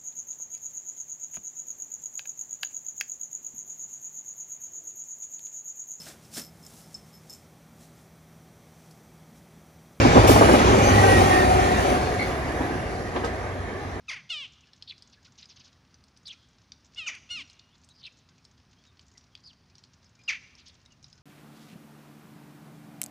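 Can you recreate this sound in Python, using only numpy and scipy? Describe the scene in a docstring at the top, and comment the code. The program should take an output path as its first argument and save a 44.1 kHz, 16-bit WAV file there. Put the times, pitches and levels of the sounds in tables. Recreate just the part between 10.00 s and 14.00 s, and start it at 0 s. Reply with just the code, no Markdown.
"""A passing track maintenance train

Wheels roar and hiss on rough rails and thump over joints as the train passes a phone and runs away.
The diesel and its cooling fan sink in pitch by the Doppler effect. A sharp hiss spits out at the
first bogie, the wheel flanges squeal briefly from friction, and steel clacks far down the line."""
import sys
import numpy as np
from scipy import signal
from scipy.fft import rfft, irfft, next_fast_len
from scipy.io import wavfile
from scipy.ndimage import uniform_filter1d, map_coordinates

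SR = 44100
rng = np.random.default_rng(int(sys.argv[2]) if len(sys.argv) > 2 else 0)


def wrap_up_sound(samples):
    """Save the sound to the file named by the first command line argument, as 16-bit audio."""
    columns = np.atleast_2d(samples).T
    # keep every value between -1 and 1, then stretch to whole-number steps
    tamed = np.clip(columns, -1, 1)
    steps = np.round(tamed * 32767).astype(np.int16)
    wavfile.write(sys.argv[1], SR, steps)


N = 176400

# spectrum of the spitting hiss and the steel ticks (frequency [Hz], level [dB])
BRIGHT_SPECTRUM = [(500, -29), (1200, 2.5), (5500, 2.5), (15500, -7)]


def amp(db):
    """Decibels to amplitude ratio."""
    return 10 ** (np.asarray(db) / 20)


def unit(x):
    """Normalisation to rms 1."""
    return x / np.sqrt(np.mean(np.abs(x) ** 2) + 1e-20)


def seconds():
    """The time of each sample."""
    return np.arange(N) / SR


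def along(points, hz):
    """Interpolation of (frequency [Hz], value) points on a logarithmic axis."""
    f, v = np.transpose(points)
    return np.interp(np.log(hz + 1), np.log(f + 1), v)


def curve(points):
    """Linear interpolation of (time [s], value) points at each sample."""
    return np.interp(seconds(), *np.transpose(points))


def wobble(rate):
    """Smooth random modulation with rate knots a second."""
    return map_coordinates(rng.standard_normal(4096), [seconds() * rate], mode="wrap")


def filtered(x, response):
    """Linear filtering: the spectrum of x times a frequency response."""
    m = next_fast_len(N + 8192)
    return irfft(rfft(x, m) * response(np.fft.rfftfreq(m, 1 / SR)), m)[..., :N]


def rush(spectrum, patchy_db):
    """Coloured noise, direct and scattered, modulated in random patches of time and frequency."""
    bins = signal.stft(rng.standard_normal((2, N)), nperseg=1024)[2]
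    patches = uniform_filter1d(rng.standard_normal(bins.shape[1:]), size=4, axis=0)
    patches = uniform_filter1d(patches, size=10, axis=1)
    pair = signal.istft(bins * amp(patchy_db * unit(patches)), nperseg=1024)[1][:, :N]
    return unit(filtered(pair, lambda hz: amp(along(spectrum, hz))))


def tone(hz, rough, width_hz):
    """A partial, direct and scattered; rough is the share of its power in narrow-band noise."""
    flutter = np.array([unit(wobble(width_hz) + 1j * wobble(width_hz)) for _ in range(2)])
    clean = np.array([[1], [1j]]) * np.exp(2j * np.pi * rng.random())
    carrier = np.exp(2j * np.pi * np.cumsum(hz) / SR)
    return unit(np.real((np.sqrt(1 - rough) * clean + np.sqrt(rough) * flutter) * carrier))


def burst(start, attack, hold, decay):
    """Linear attack, hold, then exponential damping by 60 dB in the decay time; all in seconds."""
    t = seconds() - start
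    return np.clip(t / attack, 0, 1) * amp(-60 * np.maximum(t - attack - hold, 0) / decay)


def steady(x):
    """Division by the running rms evens out the chance swells of noise."""
    return x / np.sqrt(np.abs(uniform_filter1d(x ** 2, size=300, axis=-1)) + 1e-20)


def near_and_far():
    """Equal-power gains for the train heard from the side and, once its tail passes, from behind."""
    tail_s, fade_s = 2.02, .3
    turn = np.pi / 4 * (1 + np.tanh((seconds() - tail_s) / fade_s))
    return np.cos(turn), np.sin(turn)


def doppler():
    """Doppler effect: the frequency ratio falls as the engine bay approaches, passes and recedes."""
    abreast_s, distance_m = 1.05, 7.5
    speed, sound_speed = 25, 343  # m/s
    position_m = speed * (seconds() - abreast_s)
    return 1 / (1 + speed / sound_speed * position_m / np.hypot(position_m, distance_m))


def rolling():
    """Rail roughness excites broadband noise: ground rumble, wheel roar, rail hiss and fine fizz."""
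    # spectral densities (frequency [Hz], level [dB])
    rumble_spectrum = [(10, -55), (25, -12), (42, -4), (62, 7.5), (85, 0), (125, 1), (165, -3), (320, -56)]
    near_spectrum = [(110, -42), (190, -2), (400, -2), (600, -2.5), (800, -4.5), (950, -8), (1250, -6.5),
                     (1700, -13), (2400, -15), (4200, -63)]
    far_spectrum = [(110, -41), (190, -3.5), (380, -2), (640, -4), (800, -7), (930, -10), (1600, -10),
                    (2200, -13), (2500, -22.5), (4000, -87)]
    hiss_spectrum = [(1700, -39), (2700, 1.5), (3600, -3), (7000, -7.5), (8500, -19.5), (11500, -65)]
    fizz_spectrum = [(5500, -37), (7800, -2), (9800, 4.5), (11000, -2.5), (13000, -7), (15500, -13.5)]
    # envelopes (time [s], level [dB])
    rumble_level = [(0, -22), (.3, -20.5), (.6, -26), (.9, -23), (1.3, -28), (1.9, -28.5), (2.4, -33.5),
                    (2.8, -34), (3.2, -37.5), (4, -40)]
    roar_level = [(0, -17), (.65, -16.5), (1.15, -17.5), (1.4, -20), (1.9, -21.5), (2.05, -26.5),
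                  (2.4, -28), (2.7, -29), (3, -33.5), (3.3, -31), (3.6, -34.5), (4, -35)]
    hiss_level = [(0, -30), (1.17, -30.5), (1.45, -34), (1.85, -35.5), (2.4, -45.5), (2.7, -45.5),
                  (3, -47.5), (4, -52.5)]
    fizz_level = [(0, -48.5), (.22, -44.5), (.55, -37.5), (.66, -45), (.87, -40.5), (1.18, -37),
                  (1.45, -43), (1.95, -45), (2.08, -51.5), (2.5, -54.5), (4, -65.5)]
    near, far = near_and_far()
    shake = wobble(34.6)  # the rough rail makes the level flicker
    rumble = rush(rumble_spectrum, patchy_db=1) * amp(curve(rumble_level))
    roar = near * rail_resonance(rush(near_spectrum, patchy_db=1.43))
    roar += far * rail_resonance(rush(far_spectrum, patchy_db=1.43))
    roar *= amp(curve(roar_level) + .42 * shake)
    hiss = rush(hiss_spectrum, patchy_db=2.5) * amp(curve(hiss_level) + .5 * shake)
    fizz = rush(fizz_spectrum, patchy_db=3) * amp(curve(fizz_level) + .5 * shake + .37 * wobble(200))
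    return rumble + roar + hiss + fizz


def rail_resonance(x):
    """Resonance: wheels and rails reinforce narrow bands around their natural frequencies."""
    # modes (frequency [Hz], half width [Hz], lift [dB])
    modes = [(262, 5.9, 3.5), (378, 17, 3), (807, 16, 5), (2445, 33, 5)]
    lift_db = lambda hz: sum(db / (1 + ((hz - centre) / width) ** 2) for centre, width, db in modes)
    return unit(filtered(x, lambda hz: amp(lift_db(hz))))


def thumps():
    """Impact excitation: each rail joint shakes the bogie into a damped band of noise."""
    # blows (time [s], level [dB], band centre [Hz], decay [s])
    joints = [(0.048, -11, 260, 0.13), (0.155, -10, 400, 0.065), (0.17, -8.5, 520, 0.066),
              (0.239, -12.5, 455, 0.12), (.29, -10, 270, 0.21), (0.355, -12, 650, 0.067),
              (0.41, -9, 580, 0.11), (.486, -11, 410, 0.098), (0.535, -10, 640, 0.031),
              (2.604, -23.5, 400, 0.027), (3.153, -26, 500, 0.27), (3.236, -30, 696, 0.12)]
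    # response of the bogie (frequency [Hz], level [dB])
    bogie = [(50, -16), (150, -14.5), (250, 8), (420, -1), (1150, -1), (1700, -18.5), (9000, -57)]
    half_width_octaves = 1.22
    out = np.zeros((2, N))
    for start, db, centre_hz, decay in joints:
        detuning = lambda hz: np.log2((hz + 1) / centre_hz) / half_width_octaves
        colour = lambda hz: amp(along(bogie, hz)) / (1 + detuning(hz) ** 2)
        envelope = burst(start, attack=.0029, hold=.0085, decay=decay)
        blow = steady(filtered(rng.standard_normal((2, N)), colour)) * envelope
        out += amp(db) * blow * np.linalg.norm(envelope) / np.linalg.norm(blow, axis=1, keepdims=True)
    return out


def diesel():
    """Periodic firing makes a drone of low partials, lowered in passing by the Doppler effect."""
    # partials (multiple of the base frequency, level [dB], roughness [0-1])
    orders = [(2 / 3, -8.5, 0.23), (0.98, 0, 0.16), (8 / 3, -13, 0.54)]
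    # envelope (time [s], level [dB])
    level = [(0, -23.5), (.35, -21.5), (.55, -31), (1.08, -18.5), (1.3, -24), (1.9, -38), (2.45, -54.5),
             (2.9, -39), (4, -40)]
    base_hz = 100.56 * doppler()
    drone = sum(amp(db) * tone(k * base_hz, rough, width_hz=22) for k, db, rough in orders)
    return drone * amp(curve(level))


def cooling_fan():
    """The fan whines at harmonics of its Doppler-shifted blade-passing frequency."""
    # partials (harmonic number, level [dB], roughness [0-1])
    harmonics = [(1, -6, 0.22), (2, -0.5, 0.49)]
    # envelope (time [s], level [dB])
    level = [(.6, -49), (1.05, -19.5), (1.62, -21.5), (1.75, -26), (2.15, -31.5), (2.4, -44), (2.58, -36.5),
             (4, -49.5)]
    blade_hz = 392.6 * doppler()
    whine = sum(amp(db) * tone(k * blade_hz, rough, width_hz=95) for k, db, rough in harmonics)
    return whine * amp(curve(level))


def squeals():
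    """Friction: a flange grips and holds a note; a rough note is wider and rasps an octave higher."""
    # notes (time [s], hold [s], frequency at rest [Hz], level [dB], roughness [0-1])
    notes = [(0.818, 0.074, 5890, -35, 1), (0.938, 0.094, 1905, -28.5, 0.57),
             (1.025, .09, 1553, -30.5, 0.2), (1.071, .11, 1942, -25, .35), (1.225, 0.048, 1942, -34, .3),
             (1.298, 0.12, 1936, -25.5, 0.34), (1.584, 0.22, 1945, -34, 0.83),
             (2.189, 0.032, 2290, -27, 0.99)]
    width_hz, rasp_db = 340, -14
    glide, out = doppler(), np.zeros((2, N))
    for start, hold, hz, db, rough in notes:
        rasp = rough * amp(rasp_db) * tone(2 * hz * glide, 1, 2 * width_hz)
        note = tone(hz * glide, rough, rough * width_hz)
        out += amp(db) * (note + rasp) * burst(start, attack=.0069, hold=hold, decay=.15)
    return out


def spit():
    """A broadband transient: bright hiss spits from the wheels as the first bogie passes."""
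    envelope = burst(start=.27, attack=.008, hold=.043, decay=.41)
    return amp(-23) * rush(BRIGHT_SPECTRUM, patchy_db=-3.5) * envelope


def clacks():
    """Free vibration after impact: distant steel ticks and rings in damped inharmonic modes."""
    # strikes (time [s], ring level [dB], tick level [dB], tick cutoff [Hz])
    strikes = [(3.161, -31.5, -33.5, 3320), (3.239, -23.5, -38, 2500), (3.245, -32, -37, 9000)]
    # modes of the steel (frequency [Hz], level [dB])
    modes = [(470, 0), (1114, -17), (1276, -5), (1588, -4.5)]
    out, attack = np.zeros((2, N)), .0007
    for start, ring_db, tick_db, cutoff_hz in strikes:
        ring = sum(amp(db) * np.sin(2 * np.pi * (hz * seconds() + rng.random((2, 1))))
                   for hz, db in modes)
        colour = lambda hz: amp(along(BRIGHT_SPECTRUM, hz)) / (1 + (hz / cutoff_hz) ** 4)
        tick = unit(filtered(rng.standard_normal((2, N)), colour))
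        out += amp(ring_db) * ring * burst(start, attack, hold=0, decay=.13)
        out += amp(tick_db) * tick * burst(start, attack, hold=0, decay=.19)
    return out


def microphones(pair, lead):
    """Two microphones hear direct and scattered sound with partial coherence, unequal phase and level."""
    # likeness of the two channels (frequency [Hz], coherence [0-1])
    coherence = [(60, .97), (800, .9), (2000, .66), (2800, .42), (7200, .4), (9000, .75)]
    # balance (frequency [Hz], left minus right level [dB])
    balance = [(60, -1.5), (270, -2.5), (500, 1), (850, 4), (1500, -5), (2000, -2.5), (3200, 4.5),
               (4200, 1), (5500, 2.5), (7000, -0.5)]
    treble_hz, hz_per_cycle = 7740, 3640  # in the treble the phase lead falls steadily
    turn = lambda hz: np.arccos(along(coherence, hz)) / 2
    direct, scattered = filtered(pair, lambda hz: np.array([np.cos(turn(hz)), np.sin(turn(hz))]))
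    sides = np.array([[1], [-1]])

    def response(hz):
        phase = along(lead, hz) - 2 * np.pi * np.maximum(hz - treble_hz, 0) / hz_per_cycle
        gain = amp(sides * along(balance, hz) / 2)
        gain /= np.sqrt(np.mean(gain ** 2, axis=0))
        return gain * np.exp(1j * phase * np.array([[0], [-1]]))
    return filtered(direct + sides * scattered, response)


def scene():
    """Superposition of all sources, heard first from the left, then from far down the line."""
    # phase between the microphones (frequency [Hz], lead of the left [rad])
    lead_near = [(80, -0.5), (550, 1.46), (780, 1.78), (1300, 2.5), (1600, 4.5), (2800, 8), (4100, 6),
                 (5200, 8.5), (7000, 4.5)]
    lead_far = [(80, 0), (1200, 1.03), (2100, 8), (3300, 5.5), (5200, 8), (7000, 4)]
    train = rolling() + diesel() + cooling_fan() + thumps() + spit() + clacks() + squeals()
    near, far = near_and_far()
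    return near ** 2 * microphones(train, lead_near) + far ** 2 * microphones(train, lead_far)


def record(dry):
    """Saturation and band limiting: the phone rounds the highest peaks and cuts the top treble."""
    ceiling, top_hz = .92, 15600
    rounded = dry / (1 + (dry / ceiling) ** 8) ** (1 / 8)
    return filtered(rounded, lambda hz: hz < top_hz)


dry = scene()
out = record(dry)
wrap_up_sound(out)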